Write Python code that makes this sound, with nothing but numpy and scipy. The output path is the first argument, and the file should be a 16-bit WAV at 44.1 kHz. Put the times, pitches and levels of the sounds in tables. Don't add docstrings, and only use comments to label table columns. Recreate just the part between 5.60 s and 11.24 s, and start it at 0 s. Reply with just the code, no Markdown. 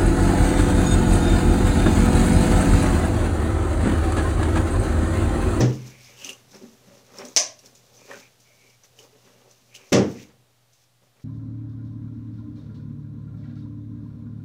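import sys
import numpy as np
from scipy import signal
from scipy.fft import rfft, irfft
from scipy.io import wavfile

SR = 44100
rng = np.random.default_rng(int(sys.argv[2]) if len(sys.argv) > 2 else 0)


def wav_out(sig):
    wavfile.write(sys.argv[1], SR, np.round(np.clip(np.atleast_2d(sig).T, -1, 1) * 32767).astype(np.int16))


N = 248711

# pitch in Hz, time to die away by 60 dB in seconds,
# relative level in dB in the first bump, relative level in dB in the second bump.
COUNTER_MODES = [(94.4, 0.54, -17, -14.5), (59.6, 0.89, -26, -41), (121.56, 0.34, 4, -8),
                 (127.4, 0.57, 0, -14.5), (193.1, 0.37, -14, -1), (210, 0.54, -8, -10.5),
                 (256.4, .4, -8, -7), (295.4, 0.49, -17, -17.5), (304.6, 0.45, -8.5, -7),
                 (377.5, 0.33, -6.5, -2.5), (472, 0.34, -36, -16.5), (466, .33, -9, -5.5),
                 (555, 0.16, -14, -6), (601, 0.17, -17, -7), (772, 0.23, -21.5, -17)]


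def amp(db):
    return 10 ** (np.asarray(db) / 20)


def rms_one(x):
    return x / np.sqrt(np.mean(x ** 2) + 1e-20)


def at_hz(points, hz):
    table_hz, values = np.transpose(points)
    return np.interp(np.log(hz), np.log(table_hz), values)


def drift(rate_hz):
    pole = np.exp(-80 * np.pi * rate_hz / SR)
    noise = rng.standard_normal(N // 40 + 2002)
    slow = signal.lfilter([1], [1, -2 * pole, pole * pole], noise)[2000:]
    return np.interp(np.arange(N) / 40, np.arange(len(slow)), rms_one(slow))


def colour(x, spectrum):
    hz = np.maximum(np.fft.rfftfreq(len(x), 1 / SR), 1)
    return rms_one(irfft(rfft(x) * amp(at_hz(spectrum, hz)), len(x)))


def grains(per_s, spread_db):
    boost_db = spread_db * np.minimum(rng.exponential(1, N), 5)
    sizes = amp(boost_db) * rng.standard_normal(N)
    return rms_one(sizes * (rng.random(N) < per_s / SR))


def resonate(x, hz, width_hz):
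    return signal.lfilter(*signal.iirpeak(hz, hz / width_hz, fs=SR), x)


def ring(hz, t60, size, rise=0.00017, hold=0.):
    t = np.arange(size) / SR
    decay = amp(-60 * np.maximum(t - hold, 0) / t60)
    return np.sin(2 * np.pi * hz * t) * decay * (1 - np.exp(-t / rise))


def echo_tail(spectrum, size, rise, hold=0.):
    # frequency in Hz, time to die away by 60 dB in seconds.
    room_t60 = [(40, 0.78), (120, 0.51), (260, 0.44), (700, 0.38), (1840, 0.34), (4850, 0.26),
                (12800, 0.22)]
    t = np.arange(size) / SR
    hz = np.maximum(np.fft.rfftfreq(size, 1 / SR), 1)
    noise = rfft(colour(rng.standard_normal(size), spectrum))
    out = np.zeros(size)
    for centre in 30 * 2 ** np.arange(0, 9.4, 1 / 3):
        share = np.clip(1 - np.abs(3 * np.log2(hz / centre)), 0, 1)
        decay = amp(-60 * np.maximum(t - hold, 0) / at_hz(room_t60, centre))
        out += irfft(noise * share, size) * decay
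    return out * (1 - np.exp(-t / rise))


def add(out, s, x):
    i = round(s * SR)
    out[i:i + len(x)] += x[:N - i]


def swells(rows):
    fade_db = 20
    t = np.arange(0, N + 64, 64) / SR
    s, rise, fall, *levels_db = np.transpose(rows)[:, :, None]
    shape = amp(-fade_db * np.maximum((s - t) / rise, (t - s) / fall))
    gains = []
    for db in levels_db:
        total = np.sqrt(np.sum((amp(db) * shape) ** 2, axis=0))
        gains.append(np.interp(np.arange(N) / SR, t, total))
    return gains


def background():
    # time in seconds, level in dB.
    level_curve = [(0, -57.5), (1.5, -61), (4.2, -63), (4.8, -65), (5.64, -66)]
    # frequency in Hz, relative level in dB.
    air_colour = [(12, -26.5), (20, -10), (49, -16), (100, -4.5), (122, -0.5), (175, -12), (427, -16),
                  (580, -12.5), (685, -10), (809, -13.5), (930, -16), (2330, -18), (3640, -16.5),
                  (15400, -26)]
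    hum_hz, hum_db, hum_waver_db = 121.7, -1, 1
    pitch_hz = hum_hz + 0.47 * drift(3.4)
    hum = np.sin(2 * np.pi * np.cumsum(pitch_hz) / SR) * amp(hum_db + hum_waver_db * drift(5))
    air = colour(rng.standard_normal(N), air_colour)
    times, levels_db = np.transpose(level_curve)
    return amp(np.interp(np.arange(N) / SR, times, levels_db)) * (air + hum)


def bumps():
    # start in seconds, ring level in dB, rumble level in dB, clatter level in dB,
    # time the ring and rumble are held before dying away in seconds.
    bump_rows = [(0.0, -13.5, -19.5, -27, 0.017), (4.3205, -15.5, -16.5, -18, 0.064)]
    # frequency in Hz, relative level in dB.
    rumble_colour = [(15, -67), (25, -33), (59, -23), (119, -10), (162, -0.5), (189, -10.5), (224, -1.5),
                     (375, -3), (528, -5), (565, -17.5), (637, -13), (1500, -25), (1950, -55.5),
                     (3300, -120)]
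    # frequency in Hz, relative level in dB.
    clatter_colour = [(530, -38), (900, -19.5), (1130, -2), (1240, -13), (1770, -3.5), (2090, -6),
                      (2500, -7), (4330, -11), (5890, -3), (15400, -48)]
    clatter_delay_s = .0055
    out, t = np.zeros(N), np.arange(900) / SR
    for k, (s, ring_db, rumble_db, clatter_db, hold) in enumerate(bump_rows):
        for j, (hz, t60, *mode_db) in enumerate(COUNTER_MODES):
            tone = ring(hz, t60, size=36000, rise=0.0039, hold=hold)
            add(out, s, (-1) ** j * amp(ring_db + mode_db[k]) * tone)
        add(out, s, amp(rumble_db) * echo_tail(rumble_colour, size=36000, rise=0.00293, hold=hold))
        add(out, s, amp(clatter_db - 11) * echo_tail(clatter_colour, size=26000, rise=.0005))
        landing = s + clatter_delay_s
        add(out, landing, amp(clatter_db) * echo_tail(clatter_colour, size=26000, rise=0.0009))
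        bright_noise = np.diff(rng.standard_normal(901))
        add(out, landing, amp(clatter_db - 17) * bright_noise * t / 0.0011 * np.exp(1 - t / 0.0015))
    return out


def strokes():
    # loudest moment in seconds, rise in seconds, fall in seconds, hiss level in dB,
    # crackling brush ring level in dB.
    hiss_rows = [(.1, .3, 0.28, -49.5, -56.5), (.27, .12, 0.15, -50, -67), (.454, .2, 0.35, -52.5, -65.5),
                 (.59, 0.035, 0.23, -49, -59), (.646, 0.076, 0.1, -48, -42), (.704, 0.15, 0.05, -44, -44),
                 (.922, 0.054, 0.63, -56, -72), (1.37, 0.16, .24, -60, -70), (1.586, 0.094, 0.13, -47, -71),
                 (1.654, 0.027, .2, -48, -75.5), (1.99, .012, .1, -55, -66),
                 (2.058, 0.041, 0.076, -51, -72), (2.152, 0.0092, 0.1, -55, -74),
                 (2.61, 0.64, 0.12, -51.5, -70), (2.8, 0.023, .9, -64.5, -87),
                 (3.1, 0.66, 0.12, -62.5, -72), (3.242, 0.021, .06, -57.5, -82),
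                 (3.394, 0.067, 0.15, -53, -67), (3.678, 0.52, .9, -63.5, -71),
                 (3.91, 0.049, 0.149, -60, -81), (4.154, 0.014, 0.042, -41, -63),
                 (4.3, 0.5, .05, -58.5, -76.5), (4.52, .2, 0.05, -50.5, -61.5), (4.626, .3, 0.1, -52, -70),
                 (5.13, .012, 0.23, -68, -81), (5.24, 0.29, 0.041, -66, -84.5),
                 (5.43, .012, 0.14, -70, -82.5), (5.63, 0.12, .2, -68, -77)]
    # loudest moment in seconds, rise in seconds, fall in seconds,
    # scratch level in dB, sleeve rub level in dB, deep rub level in dB.
    handling_rows = [(.3, 0.59, .12, -59, -54.5, -53.5), (.5, .17, 0.072, -66, -61, -60),
                     (.698, 0.29, 0.12, -52.5, -50, -58), (.952, 0.032, 0.058, -50, -47.5, -51),
                     (1.05, 0.25, .14, -62, -55, -49), (1.318, 0.22, 0.33, -63, -54.5, -58),
                     (1.618, .11, 0.056, -43, -37, -45), (1.67, 0.13, 0.11, -53.5, -45.5, -51.5),
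                     (2.038, 0.023, 0.24, -64, -58, -57.5), (2.42, 0.49, 0.24, -69, -57.5, -67),
                     (2.516, 0.059, 0.1, -46, -42.5, -66), (2.566, 0.063, 0.16, -53, -52.5, -53.5),
                     (2.78, 0.2, 0.58, -85, -81, -69), (3.092, 0.43, .07, -81, -64, -74.5),
                     (3.242, 0.021, 0.045, -61, -64.5, -73), (3.45, 0.17, .07, -64, -55, -77),
                     (3.554, 0.14, 0.19, -69, -63.5, -64), (3.68, .08, 0.26, -63.5, -56.5, -57.5),
                     (3.89, .6, 0.1, -67, -58, -81), (4.05, 0.17, 0.14, -88.5, -74, -66),
                     (4.18, 0.14, 1, -64, -59.5, -73), (4.72, .6, 0.053, -64.5, -65.5, -68),
                     (5.432, 0.038, 0.091, -74, -65, -66.5), (5.604, 0.13, 0.073, -68, -67, -72)]
    # frequency in Hz, relative level in dB.
    hiss_colour = [(1470, -26.5), (2500, -5.5), (2740, -21.5), (3390, -5.5), (4360, -4.5), (6140, 1.5),
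                   (8860, -15.5), (14900, -15.5), (15400, -13)]
    # frequency in Hz, relative level in dB.
    rub_colour = [(59, -47.5), (100, -10), (260, -3), (336, -15), (387, 0.5), (454, -5.5), (569, -2.5),
                  (683, -17), (728, -8), (1300, -9.5), (1690, -47), (2860, -120)]
    crackle_hz, crackle_width_hz = 2830, 520
    hiss_gain, crackle_gain = swells(hiss_rows)
    scratch_gain, rub_gain, deep_gain = swells(handling_rows)

    hiss = colour(grains(8000, spread_db=0.0), hiss_colour) * hiss_gain * amp(1.5 * drift(25))
    crackle = grains(2500, spread_db=3.0)
    for _ in range(2):
        crackle = resonate(crackle, crackle_hz, crackle_width_hz)
    scratch_band = signal.butter(2, [800, 2600], "band", fs=SR, output="sos")
    scratch = signal.sosfilt(scratch_band, grains(2500, spread_db=0.0))

    cloth = colour(grains(990, spread_db=1.0), rub_colour)
    through_counter = sum(resonate(cloth, hz, width_hz=36) for hz, *rest in COUNTER_MODES[4:])
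    cloth = cloth + amp(2.5) * through_counter
    rub = signal.sosfilt(signal.butter(3, 330, "high", fs=SR, output="sos"), cloth)
    deep = signal.sosfilt(signal.butter(3, 330, fs=SR, output="sos"), cloth)
    layers = (crackle, crackle_gain), (scratch, scratch_gain), (rub, rub_gain), (deep, deep_gain)
    return hiss + sum(rms_one(x) * gain for x, gain in layers)


def snags():
    # start in seconds, level in dB, ring pitch in Hz, rough ring level against the crack in dB.
    snag_rows = [(0.1534, -37, 5230, 9), (0.265, -42, 6040, 2), (0.408, -42, 5330, 8),
                 (0.446, -38.5, 5250, 10.5), (0.5792, -36.5, 2730, 12), (0.617, -31.5, 2850, 9),
                 (0.646, -26, 6180, 13), (0.6648, -29, 2840, 12), (0.673, -30, 2850, 3),
                 (0.6916, -18, 2820, 8), (0.7114, -38, 2800, 11), (0.7305, -30, 6070, 3),
                 (0.916, -43, 5630, 11), (0.9473, -41.5, 5300, 15), (1.5848, -28, 5500, 10.5),
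                 (1.6517, -27.5, 6100, 4.5), (1.6845, -34, 6600, 5), (1.991, -35, 5600, 2),
                 (2.037, -44, 5900, 0), (2.0596, -33.5, 5450, 0), (2.152, -36.5, 6850, 1),
                 (2.367, -43.5, 6030, 13.5), (2.5094, -38.5, 1830, 23), (2.533, -36.5, 1500, 18.5),
                 (2.804, -42.5, 5960, 4), (3.0996, -47.5, 5320, 10), (3.2356, -45.5, 6000, 9),
                 (3.3886, -35.5, 2990, 10.5), (3.9125, -40.5, 5980, 3), (4.142, -42.5, 2800, 14),
                 (4.149, -34, 2870, 14), (4.162, -30, 2820, -6), (5.133, -47, 6200, 4),
                 (5.2394, -53, 5540, 1)]
    port_hz, port_width_hz = 6330, 3500
    rise_s, t60_s, knock_db = .0004, .013, -25
    out, t = np.zeros(N), np.arange(9000) / SR
    noise = rng.standard_normal((len(snag_rows), 9000))
    dying = amp(-15.5 - 60 * t / t60_s) + amp(-27 - 60 * t / 0.18)
    dying = dying * (1 - np.exp(-t / rise_s))
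    knock = amp(knock_db) * ring(390, 0.061, size=9000, rise=0.00052)
    for (s, db, hz, ring_db), white in zip(snag_rows, noise):
        through_port = resonate(resonate(white, port_hz, port_width_hz), port_hz, width_hz=7900)
        crack = rms_one(through_port + amp(-30) * white)
        rough = crack + amp(ring_db) * rms_one(resonate(white, hz, width_hz=130))
        ping = ring(hz, 0.0042, size=9000)
        add(out, s, amp(db) * (rough * dying + ping + knock))
    return out


def pulls():
    # start in seconds, end in seconds, fade in seconds, level at the start in dB,
    # level at the end in dB, resonance in Hz, its width in Hz.
    pull_rows = [(0.165, .57, 0.019, -58.5, -58.5, 2300, 335), (2.363, 2.703, 0.04, -62, -56, 2405, 190),
                 (2.835, 3.171, 0.026, -65, -64, 2260, 110), (4.07, 4.323, 0.062, -61.5, -58, 2380, 300),
                 (4.536, 4.675, 0.05, -47.5, -54, 2370, 900)]
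    out, t = np.zeros(N), np.arange(N) / SR
    slips = grains(4000, spread_db=1.5) * amp(1.4 * drift(9.1))
    for start, end, fade, start_db, end_db, hz, width_hz in pull_rows:
        gate = np.clip(np.minimum(t - start, end - t) / fade, 0, 1)
        ringing = rms_one(resonate(resonate(slips, hz, width_hz), hz, width_hz=2100))
        out += ringing * gate * amp(np.interp(t, [start, end], [start_db, end_db]))
    return out


def knocks():
    # start in seconds, level in dB, ring pitch in Hz.
    knock_rows = [(0.647, -40, 273), (0.699, -41.5, 260), (0.947, -40, 390), (1.012, -36, 383),
                  (1.028, -35, 230.4), (1.07, -39.5, 229), (1.269, -45, 189), (1.306, -46, 562),
                  (1.527, -48, 470), (1.585, -36, 386), (1.619, -32.5, 587), (1.636, -33.5, 255),
                  (1.669, -36.5, 256.5), (2.037, -54, 416), (2.503, -35.5, 559), (2.537, -39, 419),
                  (2.549, -42, 564), (2.899, -55.5, 597), (3.39, -45, 433), (3.429, -48, 468),
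                  (3.527, -45, 431)]
    t60_s = 0.16
    out, t = np.zeros(N), np.arange(9000) / SR
    noise = rng.standard_normal((len(knock_rows), 9000))
    for (s, db, hz), white in zip(knock_rows, noise):
        skirt = rms_one(resonate(resonate(white, hz, width_hz=260), hz, width_hz=260))
        skirt = skirt * amp(-13.5 - 60 * t / t60_s) * (1 - np.exp(-t / 0.0099))
        add(out, s, amp(db) * (ring(hz, t60_s, size=9000, rise=0.0058) + skirt))
    return out


def snap():
    # time in seconds, relative level in dB.
    arrivals = [(1.7645, -2), (1.7705, -3), (1.7738, -2), (1.7785, -8)]
    # frequency in Hz, relative level in dB.
    click_colour = [(140, -51), (240, -19), (457, -23.5), (626, -5.5), (918, -24), (1060, -10), (1370, -32),
                    (1580, -19), (1980, -16), (3900, -14.5), (6140, 2.5), (7300, -12), (15400, -41.5)]
    tail_db = -11.5
    out, t = np.zeros(N), np.arange(1200) / SR
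    swell = t / .0007 * np.exp(1 - t / .0007)
    for (s, db), white in zip(arrivals, rng.standard_normal((len(arrivals), 1200))):
        crack = amp(-28.5 - 60 * t / 0.008) * white
        add(out, s - .001, amp(db - 5) * (colour(white, click_colour) * swell + crack))
    add(out, arrivals[0][0], amp(tail_db) * echo_tail(click_colour, size=26000, rise=0.0079))
    return signal.sosfilt(signal.butter(2, 220, "high", fs=SR, output="sos"), out)


def scene():
    return (background() + bumps() + strokes() + snags() + pulls() + knocks() + snap())[None]


def record(dry):
    cutoff_hz, offset = 15600, -.0003
    rounded = .9 * np.tanh(dry / .9) + offset
    return signal.sosfilt(signal.ellip(10, .5, 60, cutoff_hz, fs=SR, output="sos"), rounded)


dry = scene()
out = record(dry)
wav_out(out)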